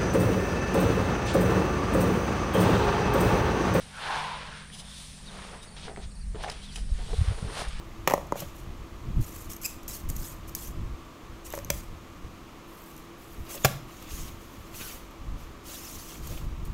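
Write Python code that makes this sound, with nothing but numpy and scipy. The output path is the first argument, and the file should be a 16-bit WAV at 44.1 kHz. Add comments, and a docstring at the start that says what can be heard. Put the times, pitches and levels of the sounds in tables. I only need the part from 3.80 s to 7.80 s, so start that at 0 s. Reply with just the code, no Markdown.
"""A rake drags through a heap of loose dirt on a plastic tarp on a driveway.
Its tines grind through soil, tick on stones and make the tarp ring; dirt sprinkles down.
The man raking then steps sideways: his shoes slide and scuff, and the sheet crackles.
Wind bumps the microphone in the second half; far away a machine hums and small birds chirp.
The gritty sounds are thousands of tiny random clicks, filtered and faded in and out."""
import sys
import numpy as np
from scipy import signal
from scipy.fft import rfft, irfft
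from scipy.io import wavfile
from scipy.ndimage import uniform_filter1d

SR = 44100
rng = np.random.default_rng(int(sys.argv[2]) if len(sys.argv) > 2 else 0)


def dump(signal):
    """Clip the signal to [-1, 1] and save it as 16-bit WAV at the path in sys.argv[1]."""
    limited = np.clip(np.atleast_2d(signal).T, -1, 1)
    pcm = np.round(limited * 32767).astype(np.int16)
    wavfile.write(sys.argv[1], SR, pcm)


N = 176400  # 4 seconds
T = np.arange(N) / SR

# Kinds of grit: clicks each second, and how much their sizes vary.
DIRT = dict(per_s=9000, spread_db=1.5)
FINE = dict(per_s=9000, spread_db=-0.5)
UNDERFOOT = dict(per_s=2700, spread_db=2)
STONES = dict(per_s=140, spread_db=2)


def amp(db):
    """Turns decibels into a gain."""
    return 10 ** (np.asarray(db) / 20)


def unit(x):
    """Scales a signal to an average (rms) size of 1."""
    return x / np.sqrt(np.mean(x ** 2) + 1e-20)


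def curve(points):
    """Joins (time_s, value) points with straight lines."""
    return np.interp(T, *np.transpose(points))


def coloured(x, colour, tilt=0):
    """Shapes the lows and highs of x, at size 1; a positive tilt (dB per octave) brightens it."""
    hz = np.fft.rfftfreq(N, 1 / SR)
    points_hz, points_db = np.transpose(colour)
    db = np.interp(np.log(hz + 1), np.log(points_hz), points_db)
    octaves = np.log2(np.maximum(hz, 200) / 1500)
    return unit(irfft(rfft(x) * amp(db + tilt * octaves), N))


def wander(hz):
    """A smooth random wobble, mostly slower than hz."""
    f = np.fft.rfftfreq(N, 1 / SR)
    return unit(irfft(rfft(rng.standard_normal(N)) / (1 + (f / hz) ** 4), N))


def grains(per_s, spread_db):
    """Random clicks whose strength flutters as the contact judders."""
    size = amp(spread_db * np.minimum(rng.exponential(1, N), 4))
    clicks = rng.choice([-1, 1], N) * (rng.random(N) < per_s / SR)
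    judder_db = 0.5 * wander(hz=72.6)
    return size * clicks * amp(judder_db)


def resonate(x, hz, width_hz):
    """Makes x ring around the pitch curve hz; a narrower width gives a clearer note."""
    turn = np.exp(2j * np.pi * np.cumsum(hz) / SR)
    r = np.exp(-np.pi * width_hz / SR)
    return unit((turn * signal.lfilter([1], [1, -2 * r, r * r], x / turn)).real)


def swell(peak, rise, fall, db):
    """Fades in and out; rise and fall are the seconds between the peak and 20 dB below it."""
    away = np.maximum((peak - T) / rise, (T - peak) / fall)
    return amp(db - 20 * np.minimum(away, 10) ** 1.45)


def strokes(table, colour, grit):
    """Plays one swell of filtered clicks for each row of a table."""
    out, clicks = np.zeros(N), grains(**grit)
    for peak, rise, fall, db, tilt in table:
        shifted = np.roll(clicks, rng.integers(N))
        out += swell(peak, rise, fall, db) * coloured(shifted, colour, tilt)
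    return out


# Tone of the background hiss: frequency_hz, relative_db
HISS_COLOUR = [(30, 22.5), (100, 16.5), (200, 18), (290, 5), (450, 2.5), (900, 1.5), (1800, -2.5),
               (3500, -6.5), (5000, -2.5), (7000, -6.5), (8400, 0), (9400, 4.5), (10100, -12.5),
               (11500, -24), (15000, -25)]

def hiss():
    """Soft background hiss with a faint random flicker across its pitches."""
    noise = coloured(rng.standard_normal(N), HISS_COLOUR)
    bands = signal.stft(noise, nperseg=512)[2]
    flicker = uniform_filter1d(rng.standard_normal(bands.shape), size=7, axis=0)  # smooth over pitch
    flicker_db = 3 * unit(uniform_filter1d(flicker, size=14, axis=1))  # and over time
    return amp(-50.5) * signal.istft(bands * amp(flicker_db), nperseg=512)[1][:N]


# The machine's low tones: pitch_hz, level_db
HUM_TONES = [(59.5, -56), (89, -62), (149.7, -55), (180, -63.5), (197.5, -57.5), (243, -66)]

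def machine():
    """A distant machine hums, each tone wavering on its own."""
    out = np.zeros(N)
    for hz, db in HUM_TONES:
        waver = 1 + 0.28 * (wander(hz=2.8) + 1j * wander(hz=9.0))
        out += amp(db) * unit((waver * np.exp(2j * np.pi * hz * T)).real)
    return out


# Bird chirps (a negative fall glides up): start_s, length_s, pitch_hz, fall_hz, level_db
BIRD_CHIRPS = [(1.455, 0.033, 3800, -700, -55), (1.459, 0.019, 4700, 500, -52),
               (1.472, 0.032, 3800, 300, -49), (1.512, 0.026, 4170, 600, -54),
               (1.802, 0.057, 3770, 53, -54), (1.865, 0.038, 4700, 550, -55),
               (1.908, 0.037, 4680, 550, -58.5), (2.302, .032, 4680, 607, -58),
               (2.348, .032, 4650, 603, -59), (2.403, 0.04, 4670, 650, -56),
               (2.803, 0.055, 3040, -600, -53.5), (2.812, 0.028, 4650, 500, -59),
               (2.822, 0.044, 4100, 706, -55), (2.848, 0.023, 3530, -300, -52),
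               (2.858, 0.024, 4570, 600, -61), (2.869, 0.051, 3460, 650, -52),
               (2.907, 0.035, 4700, 500, -52.5), (2.908, .03, 4080, 150, -56)]

def birds():
    """Far birds sing short, raspy glides, blurred by echoes of the yard."""
    out = np.zeros(N)
    rasp = 1 + 0.41 * (wander(hz=300) + 1j * wander(hz=300))
    for start, length, hz, fall_hz, db in BIRD_CHIRPS:
        progress = np.clip((T - start) / length, 0, 1)
        pitch = hz - fall_hz * progress ** 2
        tone = unit((rasp * np.exp(2j * np.pi * np.cumsum(pitch) / SR)).real)
        out += amp(db) * np.sin(np.pi * progress) * tone
    echo = rng.standard_normal(SR // 2) * np.exp(-T[:SR // 2] / 0.03)
    return out + 0.25 * signal.fftconvolve(out, echo / np.linalg.norm(echo))[:N]


# Strength of the wind: time_s, level_db
WIND_LEVELS = [(0, -55), (2.1, -50), (2.27, -32), (2.34, -47), (2.48, -29.5), (2.62, -40), (2.73, -42.5),
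               (2.94, -46), (3.03, -30), (3.42, -31.5), (3.56, -37), (3.75, -45), (3.88, -33), (4, -32.5)]
# Tone of its rumble: frequency_hz, relative_db
RUMBLE_COLOUR = [(10, -5), (25, 1.5), (45, 4), (70, -8), (110, -17), (200, -29), (500, -71), (2000, -90)]
# Sharp bumps of air: peak_s, level_db, half_width_s
WIND_BUMPS = [(2.545, -32, 0.0034), (3.026, -23.5, 0.0075), (3.122, -18.5, 0.0046), (3.334, -28, 0.0029),
              (3.391, -12.5, 0.0041), (3.417, -11, 0.003), (3.486, -14.5, 0.0037), (3.508, -21.5, 0.0025),
              (3.518, -22.5, 0.0026), (3.629, -23, 0.0019), (3.65, -23, 0.0024)]

def wind():
    """Wind rumbles on the microphone; single swirls give it a push between two small pulls."""
    out = amp(curve(WIND_LEVELS)) * coloured(rng.standard_normal(N), RUMBLE_COLOUR)
    for peak, db, half_width in WIND_BUMPS:
        away = (T - peak) / half_width
        out += amp(db) * (1 - away ** 2) * np.exp(-away ** 2 / 2)
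    return out


# Soles sliding: peak_s, rise_s, fall_s, level_db, tilt_db_per_octave
SOLE_SLIDES = [(1.966, .002, 0.095, -45.5, -.5), (2.055, 0.077, 0.053, -44.5, 0),
               (2.237, 0.047, 0.039, -48, -0.5), (2.638, 0.093, 0.059, -42.5, -2),
               (2.74, 0.077, 0.16, -48.5, -1.5)]
# Tone of a slide: frequency_hz, relative_db
SOLE_COLOUR = [(200, -1), (700, 2.5), (1700, -0.5), (3600, 5), (5500, -2), (7500, -13), (10000, -19),
               (15000, -48)]
# Soles pressing on grit: peak_s, rise_s, fall_s, level_db, tilt_db_per_octave
CRUNCHES = [(2.09, 0.044, 0.079, -41.5, -1.5), (2.177, 0.0088, 0.047, -40.5, -2.5),
            (2.549, 0.0021, 0.041, -38.5, -3.5), (2.647, 0.029, 0.062, -46, 1.5),
            (2.69, 0.029, 0.087, -42, 3), (2.98, 0.03, 0.04, -47.5, 2.5), (3.19, 0.02, 0.12, -47, -2),
            (3.305, 0.042, 0.064, -44, -2), (3.337, 0.0092, 0.015, -29, -12),
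            (3.512, 0.013, 0.067, -45.5, -3), (3.585, 0.014, 0.019, -42.5, -1),
            (3.695, 0.16, 0.09, -42, -11.5), (3.82, 0.052, 0.033, -41, -9)]
# Tone of a step on the tarp: frequency_hz, relative_db
CRUNCH_COLOUR = [(100, -5), (270, -7), (360, -2), (435, 7.5), (540, -2.5), (760, 2), (1100, -7),
                 (1800, -7.5), (3200, -18.5), (7000, -26), (15000, -56)]

def shoes():
    """Soles slide, then crunch down on grit."""
    return strokes(SOLE_SLIDES, SOLE_COLOUR, FINE) + strokes(CRUNCHES, CRUNCH_COLOUR, UNDERFOOT)


# Rubber soles juddering: peak_s, rise_s, fall_s, level_db, pitch_hz
SOLE_SCUFFS = [(2.1, .045, 0.036, -49, 680), (2.606, 0.055, .04, -47.5, 784),
               (2.648, 0.021, 0.038, -38, 800), (2.686, 0.03, 0.031, -42, 660),
               (3.818, 0.028, .025, -41, 684)]

def scuffs():
    """A twisting sole sticks and slips on the sheet with a short, hollow croak."""
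    out = np.zeros(N)
    for peak, rise, fall, db, hz in SOLE_SCUFFS:
        croak = resonate(grains(**UNDERFOOT), np.full(N, hz), width_hz=340)
        out += swell(peak, rise, fall, db) * croak
    return out


# Single snaps and knocks: start_s, level_db, pitch_hz, ring_cycles
TARP_SNAPS = [(.901, -37.5, 1820, 3.4), (2.082, -31.5, 1470, 2.6), (2.097, -34.5, 730, 2.1),
              (2.162, -28.5, 2050, 1.6), (2.173, -27.5, 790, 0.76), (2.547, -38, 1200, 1.2),
              (2.556, -33, 560, 1.1), (2.638, -20, 1030, 0.73), (2.645, -25.5, 1770, 1.6),
              (2.646, -29, 820, 1.6), (2.664, -30.5, 795, 2.8), (2.677, -30, 644, 2.8),
              (2.683, -30, 2200, 2), (2.69, -31, 1450, 2.5), (2.699, -27, 5000, 14),
              (2.959, -37.5, 2550, 15), (3.332, -33, 1020, .9), (3.336, -34, 460, 2.5),
              (3.511, -36, 1100, 1.2), (3.699, -33, 1050, 2.4), (3.77, -26, 786, 0.96),
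              (3.817, -30, 730, 3.8), (3.851, -24, 3570, 0.47)]

def snaps():
    """Tarp and grit snap: a note that dies almost at once, with a dull crack on top."""
    out, t = np.zeros(N), T[:2048]
    dull = signal.butter(3, 3350, fs=SR)
    for start, db, hz, cycles in TARP_SNAPS:
        ring = np.sin(2 * np.pi * hz * t) * np.exp(-t * hz / cycles)
        crack = unit(signal.lfilter(*dull, rng.standard_normal(len(t)))) * np.exp(-t / 0.0014)
        out[round(start * SR):][:len(t)] += amp(db) * (ring + 0.38 * crack)
    return signal.lfilter(*signal.butter(2, [417, 6500], "bandpass", fs=SR), out)


# Quick crinkles: peak_s, rise_s, fall_s, level_db, tilt_db_per_octave
TARP_CRINKLES = [(.946, 0.037, 0.074, -48, 0.5), (.998, 0.032, 0.032, -44, -0.5),
                 (1.832, 0.016, 0.038, -50, 1.5), (2.63, 0.005, 0.032, -46.5, 1),
                 (2.7, 0.0039, 0.01, -37.5, -3), (2.716, 0.005, 0.023, -44, -2.5),
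                 (2.959, .003, 0.016, -37.5, -2.5), (2.97, 0.086, 0.089, -47, -2.5)]
# Tone of the plastic: frequency_hz, relative_db
PLASTIC_COLOUR = [(200, -7.5), (1000, -30), (2300, -8), (3000, 0), (4200, -2.5), (5100, 0.5), (7500, -6),
                  (10000, 0.5), (11500, -18.5), (15000, -22)]

def crinkles():
    """The sheet crinkles, and the sound bounces off the ground a millisecond later."""
    direct = strokes(TARP_CRINKLES, PLASTIC_COLOUR, FINE)
    return direct + 0.4 * np.interp(T - 0.001, T, direct)


# Showers of soil: peak_s, rise_s, fall_s, level_db, tilt_db_per_octave
SOIL_SHOWERS = [(.01, 0.081, 0.086, -49.5, 0), (.38, 0.61, 0.26, -50.5, 4), (.665, 0.024, 0.01, -49, -4),
                (1.2, 0.23, 0.28, -47, 3.5), (1.66, 1, 0.23, -52, 0), (2.845, 0.045, 0.056, -51, 1),
                (3.37, 0.36, 0.9, -50, 1.5), (3.8, 0.12, 0.075, -40.5, 2.5), (3.885, 0.011, 0.025, -47, 3)]
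# Tone of a shower: frequency_hz, relative_db
SHOWER_COLOUR = [(200, -50), (1000, -21), (2500, -9), (3500, -5.5), (4500, -7.5), (7500, -15.5),
                 (9600, -10.5), (11200, -26), (15000, -38.5)]

def soil():
    """Fine soil patters onto the plastic."""
    return strokes(SOIL_SHOWERS, SHOWER_COLOUR, FINE)


# Thin rasps of the tines: peak_s, half_length_s, level_db, pitch_hz
TINE_RASPS = [(0.944, .03, -48.5, 3240), (0.999, 0.021, -51.5, 3480), (1.148, 0.17, -52.5, 3580),
              (3.28, .04, -51.5, 3380), (3.357, 0.058, -48.5, 3780)]

def rasps():
    """Tines skim the tarp's weave; the pitch rises as they speed up."""
    out, rise_hz_per_s = np.zeros(N), 710
    for peak, half, db, hz in TINE_RASPS:
        pitch = hz + rise_hz_per_s * np.clip(T - peak, -half, half)
        fade = np.exp(-2 * ((T - peak) / half) ** 2)
        out += amp(db) * fade * resonate(grains(**FINE), pitch, width_hz=750)
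    return out


# Strength of the long first pull: time_s, relative_db
LONG_PULL = [(.06, -55.5), (.16, -46.5), (.23, -35.5), (.29, -35.5), (.36, -32.5), (.43, -36.5),
             (.55, -39.5), (.63, -40.5), (.77, -47.5), (.9, -55.5), (.97, -66)]
# The tarp's lower ring, rising as the rake comes in: time_s, pitch_hz, level_db
LOW_RING = [(.1, 820, -65), (.22, 820, -47.5), (.285, 884, -34), (.37, 916, -33), (.47, 970, -38),
            (.57, 950, -40.5), (.615, 1000, -51.5), (.69, 925, -50.5), (.88, 1154, -74.5)]
# Its upper ring, clearest as the tines bite and lift: time_s, pitch_hz, level_db
HIGH_RING = [(.08, 1550, -68), (.17, 1490, -44.5), (.35, 1560, -38.5), (.47, 1580, -49), (.54, 1580, -59),
             (.67, 1710, -54), (.76, 1470, -47), (.83, 1560, -53.5), (.94, 1770, -71)]
# Shorter drags: peak_s, rise_s, fall_s, level_db, tilt_db_per_octave
SHORT_DRAGS = [(.0, .1, 0.14, -54.5, -0.5), (.76, 0.07, 0.15, -48, 2), (1.05, 0.3, 0.39, -55.5, 0),
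               (1.59, 0.18, 0.51, -47, -3.5), (1.745, 0.046, 0.042, -44.5, -7),
               (2.86, 0.2, 0.49, -56.5, 3.5), (3.2, 0.12, 0.13, -52, 2.5), (3.49, 0.28, 0.21, -45.5, -3),
               (3.7, 0.18, 0.14, -45.5, -4.5), (3.8, 0.13, 0.12, -38, -2.5), (3.92, 0.093, 0.29, -48, 0.5)]
# Tone of tines in dirt: frequency_hz, relative_db
SCRAPE_COLOUR = [(100, -12), (290, -21.5), (440, -3), (750, -4), (1100, 0.5), (1600, -1.5), (2200, -2),
                 (3600, -3), (5200, -12), (7500, -23), (9400, -38), (11500, -58), (15000, -70)]
# Tone of tines on small stones: frequency_hz, relative_db
TICK_COLOUR = [(200, -8), (500, -6), (1300, -4), (2800, -3.5), (5000, -6.5), (8000, -22), (15000, -55)]

def rake():
    """Tines grind through dirt: the long pull rings the tarp, and shorter drags tick on stones."""
    pull = coloured(grains(**DIRT), SCRAPE_COLOUR) * amp(curve(LONG_PULL) - 2.1)
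    for ring, width_hz in (LOW_RING, 303), (HIGH_RING, 390):
        times, hz, db = np.transpose(ring)
        pitch = np.interp(T, times, hz)
        pull += amp(np.interp(T, times, db)) * resonate(grains(**DIRT), pitch, width_hz)
    stones = amp(-6) * strokes(SHORT_DRAGS, TICK_COLOUR, STONES)
    return pull + stones + strokes(SHORT_DRAGS, SCRAPE_COLOUR, DIRT)


def scene():
    """Adds all the sounds together in one channel."""
    work = rake() + rasps() + crinkles() + soil() + shoes() + scuffs() + snaps()
    return (work + birds() + wind() + machine() + hiss())[None]


def record(dry):
    """Cuts off the highest treble, above 15400 Hz."""
    lowpass = signal.firwin(255, 15400, window=("kaiser", 9), fs=SR)
    return signal.oaconvolve(dry, lowpass[None], "same")


dry = scene()
out = record(dry)
dump(out)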